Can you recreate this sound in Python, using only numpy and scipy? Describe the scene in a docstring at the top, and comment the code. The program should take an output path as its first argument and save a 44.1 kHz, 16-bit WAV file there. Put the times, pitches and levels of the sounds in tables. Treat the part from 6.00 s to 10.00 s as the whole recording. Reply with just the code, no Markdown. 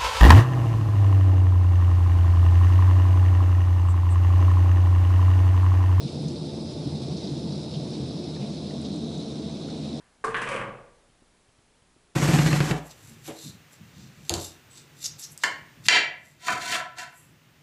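"""Night rain from a covered porch

Heavy rain drums on the roof overhead and sets its panels booming. Out in the open, a far wash
and close patter mix with a gutter that spills in uneven splashes, and a few small drips fall nearby.
The microphone slowly turns in the second half: the roof's notes shift and the treble dulls."""
import sys
import numpy as np
from scipy import signal
from scipy.fft import rfft, irfft
from scipy.io import wavfile
from scipy.ndimage import uniform_filter1d

SR = 44100
rng = np.random.default_rng(int(sys.argv[2]) if len(sys.argv) > 2 else 0)


def unload_audio(sound):
    """Save the sound as a 16-bit wav file, at the path given as the first command line argument."""
    columns = np.transpose(np.atleast_2d(sound))
    # keep every value between -1 and 1, then stretch to whole-number steps
    steps = np.round(np.clip(columns, -1, 1) * 32767)
    wavfile.write(sys.argv[1], SR, steps.astype(np.int16))


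N = 176400
TIME, HZ = np.arange(N) / SR, np.fft.rfftfreq(N, 1 / SR)


def amp(db):
    """Decibels to gain."""
    return 10 ** (np.asarray(db) / 20)


def unit(x):
    """Scales to rms 1."""
    return x / np.sqrt(np.mean(x ** 2) + 1e-20)


def spectrum(points):
    """Gain at every frequency, from rows of Hz and dB joined on a log-frequency axis."""
    hz, db = np.transpose(points)
    return amp(np.interp(np.log(HZ + 1), np.log(hz + 1), db))


def add(mix, start_s, sound):
    """Mixes a sound in at its start time."""
    part = mix[round(start_s * SR):][:len(sound)]
    part += sound[:len(part)]


def impacts(per_s, spread_db):
    """Randomly timed drops, most small and a few large."""
    size = amp(spread_db * np.minimum(rng.exponential(1, N), 5))
    polarity = rng.choice([-1., 1.], N)
    lands = rng.random(N) < per_s / SR
    return unit(size * polarity * lands)


def patchy_noise(depth_db, patch_s, patch_hz):
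    """Noise whose level drifts in patches of time and frequency."""
    frames = dict(fs=SR, nperseg=512, noverlap=384)
    hz, t, cells = signal.stft(rng.standard_normal(N), **frames)
    drift = rng.standard_normal(cells.shape)
    drift = uniform_filter1d(drift, int(patch_hz / hz[1]), axis=0)
    drift = uniform_filter1d(drift, int(patch_s / t[1]), axis=1)
    _, noise = signal.istft(cells * amp(depth_db * unit(drift)), **frames)
    return unit(noise[:N])


def spread(direct, colour):
    """Sets a sound in the centre with diffuse noise around it and colours both; stereo at rms 1."""
    # Stereo width on the porch. Each row: frequency in Hz, side minus mid in dB.
    width = [(60, -30), (81, -47), (110, -33), (150, -51), (200, -49), (280, -28.5), (380, -22), (510, -17),
             (690, -14.5), (940, -7.5), (1280, -5.5), (1740, -3.5), (2360, -6.5), (3210, -10.5),
             (4360, -16.5), (5920, -12), (8040, -10), (10900, -10)]
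    mid = rfft(direct)
    side = rfft(rng.standard_normal(N)) * spectrum(width)
    return unit(irfft(np.array([mid + side, mid - side]) * colour, N))


def roof_drumming(turn_start_s=2.25, turn_end_s=3.05):
    """Overhead, dense drops ring the roof over a dull roar; the notes shift as the microphone turns."""
    # Roar of the whole roof. Each row: frequency in Hz, relative level in dB.
    roar = [(15, -28), (40, -17), (65, -17.5), (110, -12), (170, -2), (280, 1), (400, -6), (700, -9.5),
            (1000, -19), (1500, -28), (2200, -47), (5000, -61)]
    # Roof resonances. Each row: pitch in Hz, half-width in Hz, level in dB, change over the turn in dB.
    modes = [(84.5, 10, -45.5, -2.5), (134, 7.6, -40.5, -7.5), (152.8, 7.5, -38.5, -1.5),
             (194.1, 13.3, -46, -7), (218.3, 23.4, -40, 2.5), (293.7, 37, -43, 1.5), (349, 25.5, -43, -5.5),
             (429, 14.3, -50, 1), (463, 15, -51.5, -3.5), (507.6, 28, -53, -1), (593, 19, -53.5, -6.5),
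             (663.4, 19.7, -55, 1.5), (880, 16.5, -61, -15)]
    out = amp(-41) * spread(patchy_noise(depth_db=1.8, patch_s=0.029, patch_hz=400), spectrum(roar))
    turned = np.clip((TIME - turn_start_s) / (turn_end_s - turn_start_s), 0, 1)
    for hz, half_width, db, turn_db in modes:
        resonance = 1 / (1 + 1j * (HZ ** 2 - hz ** 2) / (2 * half_width * (HZ + 1))) ** 2
        out += amp(db + turn_db * turned) * spread(impacts(per_s=2000, spread_db=2), resonance)
    return out


def spurts(per_s, decay_s, power_share):
    """Gain of the patter: the overflow lands in random spurts that start at once and die away."""
    strength = 1 + 0.87 * rng.uniform(-1, 1, N)
    hits = strength * (rng.random(N) < per_s / SR)
    power = signal.lfilter([1], [1, -np.exp(-1 / (decay_s * SR))], hits)
    return np.sqrt(1 - power_share + power_share * power / power.mean())


def ground_rain(sheen_hz=5020, sheen_width_hz=470, top_hz=7900, spatter_hz=3300):
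    """Beyond the porch, a far wash and near patter, whose treble dulls as the microphone turns."""
    # Rain and spilling water on the ground. Each row: frequency in Hz, relative level in dB.
    colour = [(700, -28), (1800, -17.5), (2550, -11), (2950, -12), (3350, -6), (3750, 1.5), (4150, -0.5),
              (4600, -5), (5200, -3.5), (6000, -11), (7300, -17), (8100, -16.5), (9100, -21), (11000, -24)]
    # Drift of the hiss. Each row: time in seconds, then gain in dB overall and for sheen, top, spatter.
    drift = [(0, 0.2, 2.5, 3.5, 0.5), (.5, -1.7, 4, 5.5, 1), (1, -1.1, 4.5, 4, 1),
             (1.25, 1.1, -0.5, 1.5, 0.5), (1.65, -1.4, 3.5, 4, 1), (2.1, -0.9, 3.5, 3.5, 2),
             (2.7, 0, 0.5, 1.5, 0.5), (3.1, 1, -3.5, -0.3, -2.5), (3.5, 0, -0.5, 1, 0.5),
             (4, 0.6, -2.5, 0, 1.5)]
    times, *db_columns = np.transpose(drift)
    overall, *band_gains = [amp(np.interp(TIME, times, db)) for db in db_columns]
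    wash = amp(-49) * patchy_noise(depth_db=1.8, patch_s=0.03, patch_hz=596)
    patter = amp(-50.5) * impacts(per_s=5000, spread_db=3)
    patter *= spurts(per_s=43, decay_s=0.011, power_share=0.35)
    rain = wash + patter
    water = np.std(rain) * spread(unit(rain), spectrum(colour))
    sheen = np.exp(-.5 * ((HZ - sheen_hz) / sheen_width_hz) ** 2)
    top = 1 - 1 / (1 + (HZ / top_hz) ** 10)
    spatter = 1 / (1 + (HZ / spatter_hz) ** 20)
    tone_change = 0
    for band, gain in zip((sheen, top, spatter), band_gains):
        tone_change += irfft(rfft(water) * band, N) * (gain - 1)
    return overall * (water + tone_change)


def panel_note(hz, db, rise_s=0.02):
    """One roof panel note that swells and dies away."""
    t = TIME[:SR // 4]
    swell = (t / rise_s * np.exp(1 - t / rise_s)) ** 1.7
    return amp(db) * swell * np.sqrt(2) * np.sin(2 * np.pi * (hz * t + rng.random()))


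def roof_booms(ring_hz=295.8):
    """Louder swells of the rain's drumming on the roof, each a hollow boom with a higher ring."""
    # Each row: start in seconds, boom pitch in Hz, boom level in dB, ring level in dB.
    booms = [(.037, 140.4, -33, -43), (.197, 144.5, -30, -33), (0.246, 165, -31, -43),
             (0.388, 157, -35, -47), (0.679, 146.5, -35.5, -39), (.85, 134.7, -31, -31.5),
             (.936, 141, -29.5, -49), (1.114, 182, -30.5, -50), (1.233, 192.4, -31.5, -37.5),
             (1.307, 142.5, -28, -40), (1.355, 147.4, -30.5, -44), (1.435, 161.5, -31.5, -47),
             (1.51, 203, -31, -46), (1.752, 157, -28.5, -47), (1.843, 139.3, -31, -40),
             (1.966, 148, -31, -37), (2.039, 153.4, -30, -47), (2.142, 169, -30.5, -54),
             (2.415, 209, -30.5, -46), (2.896, 200, -34, -36), (2.944, 169.5, -33, -32.5),
             (3.035, 234, -34.5, -41), (3.17, 167, -33, -36), (3.204, 230, -40.5, -33.5),
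             (3.823, 214, -33, -43), (3.913, 235, -34.5, -40)]
    out = np.zeros(N)
    for start_s, hz, db, ring_db in booms:
        boom = panel_note(hz, db)
        ring = panel_note(ring_hz * (1 + 0.049 * rng.uniform(-1, 1)), ring_db)
        add(out, start_s, boom + ring)
    return out


def droplet_bursts(bursts, rise_s):
    """Water breaks into droplets as it lands: each burst swells around one pitch and dies away."""
    t = TIME[:SR // 4]
    out = np.zeros(N)
    for start_s, db, hz, octaves, decay_s in bursts:
        band = np.exp(-.5 * (np.log2((HZ + 1) / hz) / octaves) ** 2)
        droplets = impacts(per_s=6200, spread_db=1)
        spray = unit(irfft(rfft(droplets) * band, N))[:len(t)]
        envelope = np.minimum(t / rise_s, 1) * np.exp(-np.maximum(t - rise_s, 0) / decay_s)
        add(out, start_s, amp(db) * spray * envelope)
    return out


def gutter_splashes():
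    """Water spills from the gutter and slaps down unevenly."""
    # Each row: start in seconds, level in dB, centre in Hz, width in octaves, decay in seconds.
    splashes = [(.072, -43.5, 3600, .5, 0.019), (.356, -45, 4200, 0.22, 0.018),
                (1.165, -43.5, 4630, 0.29, .025), (1.232, -42.5, 4840, 0.093, 0.024),
                (1.268, -42.5, 4130, 0.23, 0.017), (1.518, -42.5, 4730, 0.18, .016),
                (1.735, -40, 3900, 0.4, 0.013), (1.752, -42, 3800, 0.37, 0.0081),
                (1.93, -44, 4200, 0.25, 0.018), (2.239, -49, 5300, 0.2, .01),
                (2.415, -52.5, 2460, .3, 0.037), (2.845, -41.5, 4100, 0.43, 0.015)]
    return droplet_bursts(splashes, rise_s=0.0052)


def close_drips():
    """Small drips land near the microphone with a sharp tick."""
    # Each row: start in seconds, level in dB, centre in Hz, width in octaves, decay in seconds.
    drips = [(.223, -53, 10000, .2, .006), (0.283, -42, 5630, 0.33, 0.0067), (.722, -54, 7000, .05, .008),
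             (.932, -60, 1970, 0.072, 0.017), (2.364, -56, 1790, 0.1, 0.016),
             (2.708, -57, 1950, 0.12, 0.013), (2.816, -48, 8700, 0.18, 0.0032),
             (2.961, -49, 6600, 0.26, 0.004), (3.179, -47, 6600, 0.22, .003),
             (3.684, -53.5, 1400, .2, .014)]
    return droplet_bursts(drips, rise_s=0.00041)


def scene():
    """Roof, rain and gutter as heard from the porch, the treble a little to the right."""
    # Balance at the microphone. Each row: frequency in Hz, left minus right in dB.
    balance = [(250, 0.0052), (600, 0.27), (1200, 0.48), (2600, -1.1), (5000, -1), (8000, -.1),
               (11000, -0.35)]
    lean = spectrum(balance) ** np.array([[.5], [-.5]])  # half to each channel
    mix = roof_drumming() + ground_rain() + roof_booms() + gutter_splashes() + close_drips()
    return irfft(rfft(mix) * lean, N)


def record(dry):
    """The recorder's band limit cuts the treble above about 11 kHz."""
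    lowpass = signal.firwin(1023, 11070, window=("kaiser", 9), fs=SR)
    return signal.oaconvolve(dry, lowpass[None], "same")


dry = scene()
out = record(dry)
unload_audio(out)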